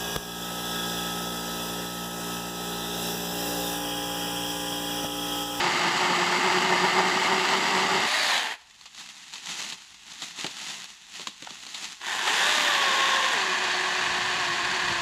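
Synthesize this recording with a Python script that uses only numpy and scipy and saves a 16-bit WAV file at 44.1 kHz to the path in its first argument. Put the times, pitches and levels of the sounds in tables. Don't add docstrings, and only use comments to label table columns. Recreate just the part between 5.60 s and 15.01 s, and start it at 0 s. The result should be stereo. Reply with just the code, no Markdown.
import sys
import numpy as np
from scipy import signal
from scipy.fft import rfft, irfft, next_fast_len
from scipy.io import wavfile
from scipy.ndimage import uniform_filter1d

SR = 44100
rng = np.random.default_rng(int(sys.argv[2]) if len(sys.argv) > 2 else 0)


def dump(signal):
    limited = np.clip(np.atleast_2d(signal).T, -1, 1)
    pcm = np.round(limited * 32767).astype(np.int16)
    wavfile.write(sys.argv[1], SR, pcm)


N = 414981
T = np.arange(N) / SR
RELEASE_S, TRIGGER_S = 2.62, 6.4
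FREE_HZ = 622.7

# time in seconds, drag (0 free, about 1 buried).
DRAG = [(0, 1.02), (1.1, 0.98), (2.458, .89), (2.48, 0.12), (2.54, 0.012), (6.95, 0.05), (7.31, 0.32),
        (7.42, 0.3), (7.71, 0.37), (7.79, 0.91), (7.95, 0.96), (8.78, 0.96), (8.9, 1.02), (9.03, 1.02),
        (9.16, 0.94), (9.35, 1.05)]


def chainsaw(bite_sag_per_db=.0015, sag_lag_s=.03):
    # time in seconds, swell in dB, of which each layer takes a share.
    bites = [(0.062, 11), (0.249, 5.5), (.43, 9.5), (.51, 11), (0.609, 9), (.74, 11), (0.86, 10),
             (.953, 9.5), (1.043, 7.5), (1.129, 16), (1.245, 13.5), (1.396, 14.5), (1.48, 9), (1.575, 10.5),
             (1.72, 12), (1.945, 7.5), (2.17, 8.5), (2.345, 8)]
    # time in seconds, gain in dB.
    near_level = [(0, -28), (2.41, -27.5), (2.74, -24.5), (2.84, -31.5), (2.94, -36.5), (2.975, -61)]
    far_level = [(6.39, -51), (6.44, -35.5), (6.49, -29), (6.619, -28.5), (6.69, -24), (7.35, -22.5),
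                 (8.02, -26), (9.41, -27)]
    # link tone, cutter tone, log drone, in relative dB.
    cuts = [(-11, -18.5, -11), (-18, -32.5, -21.5)]
    link_hz, spin, load, graze = drive()
    t = T[::64]
    bite_db = np.interp(T, t, sum(db * np.exp(-.5 * ((t - s) / .026) ** 2) for s, db in bites))
    near_gain, far_gain = (undb(curve(side)) * during(side) for side in (near_level, far_level))
    link_db, cutter_db, drone_db = (np.where(T < TRIGGER_S, *pair) for pair in zip(*cuts))
    sag = bite_sag_per_db * (np.interp(T - sag_lag_s, T, bite_db) - bite_db)
    links = np.cumsum(link_hz * (1 - sag + (.003 + .013 * load) * wander(45))) / SR
    phase = 2 * np.pi * links + (.7 - .25 * load + 3 * (1 - spin)) * wander(110)
    flutter_db = 2.3 * wander(45)
    link_db = -19.5 * (1 - load) + link_db * load - 2.5 * graze + flutter_db
    whine = sprocket_whine(links, phase, link_db, bite_db, graze) * undb(-24 * (1 - spin))
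    drone = log_drone(links) * undb(-24 * (1 - load) + drone_db * load - 2 * (1 - spin))
    cutter_tone = np.sqrt(2) * np.sin(phase / 2 + .5 * wander(70))
    cutter_tone *= load * undb(cutter_db + .7 * bite_db + flutter_db)
    near_rattle, far_rattle = chain_rattle(links, load, graze, slack=1 - link_hz / FREE_HZ)
    near_chips, far_chips = wood_chips(links, load, bite_db)
    gears = gear_whine(links, graze) * (1 - load)
    rasp = chain_rasp(links) * (1 - load)
    near_buzz, far_buzz = cutter_buzz(links, load, bite_db)
    near = (near_rattle + near_chips + near_buzz + rasp) * undb(2.64 * load - .77)
    far = (far_rattle + far_chips + far_buzz + gears) * undb(-1)
    return near * near_gain + far * far_gain + (whine + drone + cutter_tone) * (near_gain + far_gain)


def drive(coast_s=.97, spin_up_s=.49, kick=.15, sag_hz=266, bark_drag=.38, buried_drag=.86):
    drag = curve(DRAG)
    coasting = 1 - ramp(T, RELEASE_S, coast_s)
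    starting = kick + (1 - kick) * ramp(T, TRIGGER_S, spin_up_s)
    spin = np.where(T < TRIGGER_S, coasting, starting)
    buried = ramp(drag, bark_drag, buried_drag - bark_drag)
    graze = ramp(drag, 0, .2) * (1 - buried)
    return spin * (FREE_HZ - sag_hz * drag), spin, .94 * buried, graze


def wood_chips(links, load, bite_db):
    # centre in Hz, width in Hz, gain in dB.
    near_bar = [(1190, 88, 1), (2950, 210, -13), (4770, 220, -3), (5740, 270, -1), (6520, 230, -5.5),
                (9300, 140, 2)]
    far_bar = [(2476, 43, -1.2), (4460, 99, 2)]
    # frequency in Hz, relative level in dB.
    near_spectrum = [(290, -91), (500, -13), (914, 1.5), (1010, -5.5), (1600, -7.5), (1830, -6),
                     (2090, -0.5), (2400, -14), (2700, -6), (3380, -11.5), (4840, -14), (6090, -22.5),
                     (7800, -18), (8720, -33.5), (12100, -35.5), (15500, -53)]
    far_spectrum = [(290, -57), (500, -12), (737, -3), (803, -4.5), (1100, 3.5), (1310, -7.5), (1750, 5.5),
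                    (2290, -6), (2500, -2.5), (4020, -6.5), (4440, -9.5), (5350, -12), (7130, -14.5),
                    (12900, -42.5), (15500, -48)]
    chips = impacts(links / 2, scatter_db=1, jitter_turns=.04, grit=2.9, fade_turns=2.8)
    chips *= np.sqrt(load) * undb(.48 * wander(24))
    biting = chips + (undb(.5 * bite_db - 2) - 1) * ring(chips, 790, 680)
    near = biting + sum(undb(db) * ring(biting, hz, width) for hz, width, db in near_bar)
    far = chips + sum(undb(db) * ring(chips, hz, width) for hz, width, db in far_bar)
    return voiced(near, near_spectrum), voiced(far, far_spectrum)


def cutter_buzz(links, load, bite_db):
    # multiple of the cutter rate, relative level in dB.
    near_orders = [(3, -24.5), (5, -14), (10, -12.5), (14, -20.5)]
    far_orders = [(4, -15), (6, -14.5)]
    near = wavering(links / 2, near_orders) * undb(.61 * bite_db - 1.5)
    return load * near, load * wavering(links / 2, far_orders)


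def chain_rattle(links, load, graze, slack):
    # frequency in Hz, relative level in dB.
    near_spectrum = [(290, -16), (500, -20), (803, -2.5), (1130, -6), (1310, -10.5), (1820, -3),
                     (2090, -4.5), (2290, -6.5), (3300, -9), (4800, -11.5), (5900, -17.5), (6400, -15),
                     (7000, -16.5), (12100, -31), (15500, -44)]
    far_spectrum = [(290, -52), (340, -9.5), (520, -18), (790, -4), (1100, -2), (1290, -11), (1500, -3.5),
                    (1820, .5), (2240, -8.5), (2650, -4.5), (3700, -5.5), (4050, -10), (5400, -12.5),
                    (7130, -12), (8600, -19.5), (12300, -30), (15500, -45)]
    rattle = impacts(links, scatter_db=1.5, jitter_turns=.08, grit=2.2) * np.sqrt(1 - load)
    slap = undb(6.5) * slack * (1 - load) * (ring(rattle, 800, 160) + ring(rattle, 1760, 220))
    damped = rattle - .56 * graze * ring(rattle, 9990, 12000)
    return voiced(rattle + slap, near_spectrum), voiced(damped, far_spectrum)


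def chain_rasp(links):
    # multiple of the link rate, relative level in dB.
    bands = [(6.251, -9), (7.4, -9.5)]
    rasp = np.zeros(N)
    for order, db in bands:
        phase = 2 * np.pi * order * links
        rasp += undb(db) * (wander(520) * np.sin(phase) + wander(520) * np.cos(phase))
    return rasp


def sprocket_whine(links, phase, link_db, bite_db, graze):
    tone = undb(link_db + .61 * bite_db) * np.sin(phase)
    octave = undb(2.4 * wander(30)) * np.sin(4 * np.pi * links + .95 * wander(110))
    casing = undb(-8) * graze * ring(octave, 1095, 75)
    return np.sqrt(2) * (tone + undb(-24.5 + .5 * bite_db) * octave + casing)


def log_drone(links):
    # frequency in Hz, relative level in dB.
    spectrum = [(90, -9), (125, -6), (170, 4.5), (240, 5), (440, 3.5), (560, -16), (800, -31)]
    return unit(colour(impacts(links / 2, scatter_db=2, jitter_turns=.14, grit=5.8), spectrum))


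def gear_whine(links, graze, housing_hz=3600, width_hz=730):
    # multiple of the link rate, relative level in dB.
    orders = [(5.85, -17), (6.18, -12.5), (6.7, -11.5)]
    gears = ring(ring(wavering(links, orders), housing_hz, width_hz), housing_hz, width_hz)
    whistle = ring(np.sin(2 * np.pi * 20.4 * links + wander(300)), 11940, 450)
    return undb(5.5 - 6 * graze) * gears + undb(-26) * whistle


def footsteps(cracks_per_s=4000, lone_per_s=70, lone_decay_s=.0013, attack_s=.043, release_s=.065):
    # start in seconds, length in seconds, relative level in dB.
    steps = [(3.405, 0.018, -41), (3.539, 0.05, -45), (3.747, .012, -40.5), (3.89, 0.19, -33.5),
             (4.502, 0.034, -42), (4.628, 0.016, -36.5), (4.795, 0.061, -35), (4.978, 0.054, -36.5),
             (5.074, 0.046, -34.5), (5.22, 0.086, -43.5), (5.555, 0.067, -39), (5.83, 0.2, -45),
             (6.063, 0.01, -43.5), (6.179, 0.086, -36)]
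    # frequency in Hz, relative level in dB.
    leaf_spectrum = [(59, -51), (105, -23), (175, -1), (520, -13), (825, -1.5), (1520, -3.5), (1960, 2),
                     (2330, -2.5), (2600, 3.5), (3150, 2), (3750, 3.5), (4900, -1), (5300, -1),
                     (6700, -0.5), (7600, -3.5), (8600, -11), (9400, -12), (13100, -25), (15500, -35)]
    cracks = (rng.random(N) < cracks_per_s / SR) * noise()
    cracks *= undb(4.1 * np.minimum(rng.exponential(size=N), 4))
    rustle = unit(colour(smear(unit(cracks), spread_s=.00102) + 1.3 * noise(), leaf_spectrum))
    lone = (rng.random(N) < lone_per_s / SR) * undb(-3 + np.clip(noise(), -2, 2))
    rustle *= .84 + signal.lfilter([1], [1, -np.exp(-1 / (lone_decay_s * SR))], lone)
    power = stir = undb(-49) ** 2 * ramp(T, 2.95, .64)
    for start_s, length_s, db in steps:
        fade = np.maximum(start_s - T, 0) / attack_s + np.maximum(T - start_s - length_s, 0) / release_s
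        power = power + undb(db) ** 2 * np.exp(-2 * np.minimum(fade, 20))
    body = ring(rustle, 540, 220)
    return (rustle * np.sqrt(power) - body * np.sqrt(stir)) * undb(1.5 * wander(60))


def wood_snaps(splinter_s=.032, splinter_db=-17, thump_s=.014):
    # start in
    # seconds, crack in relative dB, ring in Hz, thump in relative dB, crack decay in seconds.
    snaps = [(1.975, -19, 2400, -45, 0.0016), (2.355, -27, 1999, -35, 0.0018),
             (2.778, -13, 3550, -53, 0.0026), (3.211, -32.5, 4460, -74, .003),
             (3.256, -31.5, 3350, -75, 0.012), (3.736, -22.5, 4300, -69, 0.0064),
             (3.756, -28.5, 3600, -58, 0.0054), (3.781, -29, 2900, -66, .003),
             (4.065, -26, 3400, -49, 0.0011), (4.123, -24, 3500, -44, 0.0087),
             (4.62, -20.5, 4230, -43.5, 0.004), (4.787, -28, 3280, -38, 0.0022),
             (4.844, -16.5, 2770, -25, 0.0035), (4.865, -17, 3200, -41, .003),
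             (5.596, -27, 3500, -39, 0.0026), (5.671, -16.5, 3350, -38, 0.003),
             (5.823, -27, 2850, -38.5, 0.0034), (5.872, -26, 910, -52, 0.0032),
             (5.906, -22.5, 3380, -42, 0.0022), (6.066, -23, 3950, -50, 0.0027),
             (6.146, -21, 3800, -56, 0.0085), (6.244, -24.5, 4530, -56, 0.0045),
             (6.416, -27, 2570, -54, .003), (6.676, -14, 953, -52, 0.0055)]
    out, t = np.zeros(N), T[:4096]
    for start_s, crack_db, hz, thump_db, crack_s in snaps:
        burst, push = rng.standard_normal((2, len(t)))
        burst *= np.exp(-t / crack_s) + undb(splinter_db) * np.exp(-t / splinter_s)
        crack = ring(burst, hz, .77 * hz) + .69 * ring(burst, 1110, 370) + .061 * ring(burst, 2 * hz, hz)
        crack *= undb(crack_db + 1.5) / np.abs(crack).max()
        thump = ring(ring(push * np.exp(-t / thump_s), 190, 250), 325, 510)
        thump *= undb(thump_db + 3) / np.abs(thump).max()
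        start = int(start_s * SR)
        out[start:start + len(t)] += crack + thump
    outline = [(90, -5.5), (4500, .5), (5400, -7), (7500, -.5), (8600, -13), (9500, -13), (15500, -22)]
    return colour(out, outline)


def air_and_rumble(air_db=-62.5, swell_at_s=8.3, swell_rise_s=.22, swell_db=10.5):
    # frequency in Hz, relative level in dB.
    air_spectrum = [(15, -44), (25, -18), (67, -10), (98, -46), (500, -37), (3350, -17), (7480, -24),
                    (15000, -45)]
    rumble = unit(colour(noise(), [(48, -10), (66, -2), (85, -12), (120, -.5), (170, -2)]))
    rumble_db = -79.5 + 18.5 * curve(DRAG) + swell_db * ramp(T, swell_at_s, swell_rise_s)
    air = unit(colour(noise(), air_spectrum))
    return air * undb(air_db) + rumble * undb(rumble_db + 4 * wander(22))


def forest(x, t60_s=.77, echo_db=-19, quadrature_db=-15):
    # frequency in Hz, side minus mid in dB.
    width = [(60, -1), (200, -24), (1000, -11), (4000, -15.5), (8000, -2), (13000, -2)]
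    # time in seconds, left minus right in dB.
    pan = [(0, -1), (3, 0.1), (6, -1.5), (9.41, -1)]
    # frequency in Hz, left minus right in dB.
    tilt = [(20, 1), (1100, -1.5), (2300, 2), (4500, 0.9), (16000, 1.5)]
    t = T[:SR // 2]
    tails = rng.standard_normal((2, len(t))) * 1000 ** (-t / np.array([[t60_s], [t60_s / 4]]))
    echo, scatter = (signal.fftconvolve(x, tail / np.linalg.norm(tail))[:N] for tail in tails)
    quadrature = signal.hilbert(x, next_fast_len(N))[:N].imag
    side = colour(scatter, width) + undb(quadrature_db) * ring(quadrature, 1070, 2300)
    ears = []
    for sign in (1, -1):
        ear = (x + undb(echo_db) * echo + sign * side) * undb(sign * curve(pan) / 2)
        ears.append(colour(ear, [(hz, sign * db / 2) for hz, db in tilt]))
    return np.array(ears)


def impacts(turns, scatter_db, jitter_turns, grit, fade_turns=.95):
    timing, strength = rng.standard_normal((8192, 2)).T
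    turns = turns + jitter_turns * np.interp(turns, np.arange(len(timing)), timing) + 1
    index = np.floor(turns).astype(int)
    force = undb(scatter_db * strength[index])
    click = np.diff(index, prepend=index[0]) * force
    scrape = np.exp(-(turns % 1) / fade_turns) * force * noise()
    return smear(unit(unit(click) + grit * unit(scrape)), spread_s=.002214)


def wavering(turns, orders):
    tones = np.zeros(N)
    for order, db in orders:
        gain = undb(db + 2 * wander(120) + 1.3 * wander(14))
        tones += gain * np.sin(2 * np.pi * order * turns + .6 * wander(150))
    return tones


def smear(x, spread_s):
    size = next_fast_len(N + 8192)
    hz = np.fft.rfftfreq(size, 1 / SR)
    delay_s = spread_s * np.interp(hz, np.linspace(0, SR / 2, 64), rng.random(64))
    return irfft(rfft(x, size) * np.exp(-2j * np.pi * np.cumsum(delay_s) * hz[1]), size)[:N]


def colour(x, points):
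    hz, db = np.transpose(points)
    size = next_fast_len(N + 8192)
    octave, knots = np.log2(np.fft.rfftfreq(size, 1 / SR) + 1), np.log2(hz)
    beyond = np.abs(octave - np.clip(octave, knots[0], knots[-1]))
    return irfft(rfft(x, size) * undb(np.interp(octave, knots, db) - 20 * beyond), size)[:N]


def voiced(x, points):
    hz, db = np.transpose(points)
    log_hz = np.log(np.linspace(1, SR / 2, 2048))
    gain = undb(np.interp(log_hz, np.log(hz), db, left=-99, right=-99))
    return colour(x, points) / np.sqrt(np.mean(gain ** 2))


def ring(x, hz, width_hz):
    return signal.lfilter(*signal.iirpeak(hz, hz / min(width_hz, SR / 4), fs=SR), x)


def noise():
    return rng.standard_normal(N)


def wander(rate_hz):
    knots = rng.standard_normal(8192)
    return unit(np.interp(T * rate_hz, np.arange(len(knots)), knots))


def curve(table):
    return np.interp(T, *np.transpose(table))


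def during(table):
    return uniform_filter1d(1. * ((T >= table[0][0]) & (T <= table[-1][0])), size=600)


def ramp(x, start, length):
    return np.clip((x - start) / length, 0, 1)


def undb(db):
    return 10 ** (np.asarray(db) / 20)


def unit(x):
    return x / np.sqrt(np.mean(x ** 2) + 1e-20)


def scene():
    return forest(chainsaw() + footsteps() + wood_snaps() + air_and_rumble())


def record(dry):
    # centre in Hz, width in Hz, depth from 0 to 1.
    notches = [(5340, 260, 0.38), (5920, 200, 0.27), (8470, 480, 0.48)]
    top_hz = 15450
    for hz, width_hz, depth in notches:
        dry = dry - depth * ring(dry, hz, width_hz)
    return signal.sosfilt(signal.ellip(10, .2, 80, top_hz, fs=SR, output="sos"), dry)


dry = scene()
out = record(dry)
dump(out)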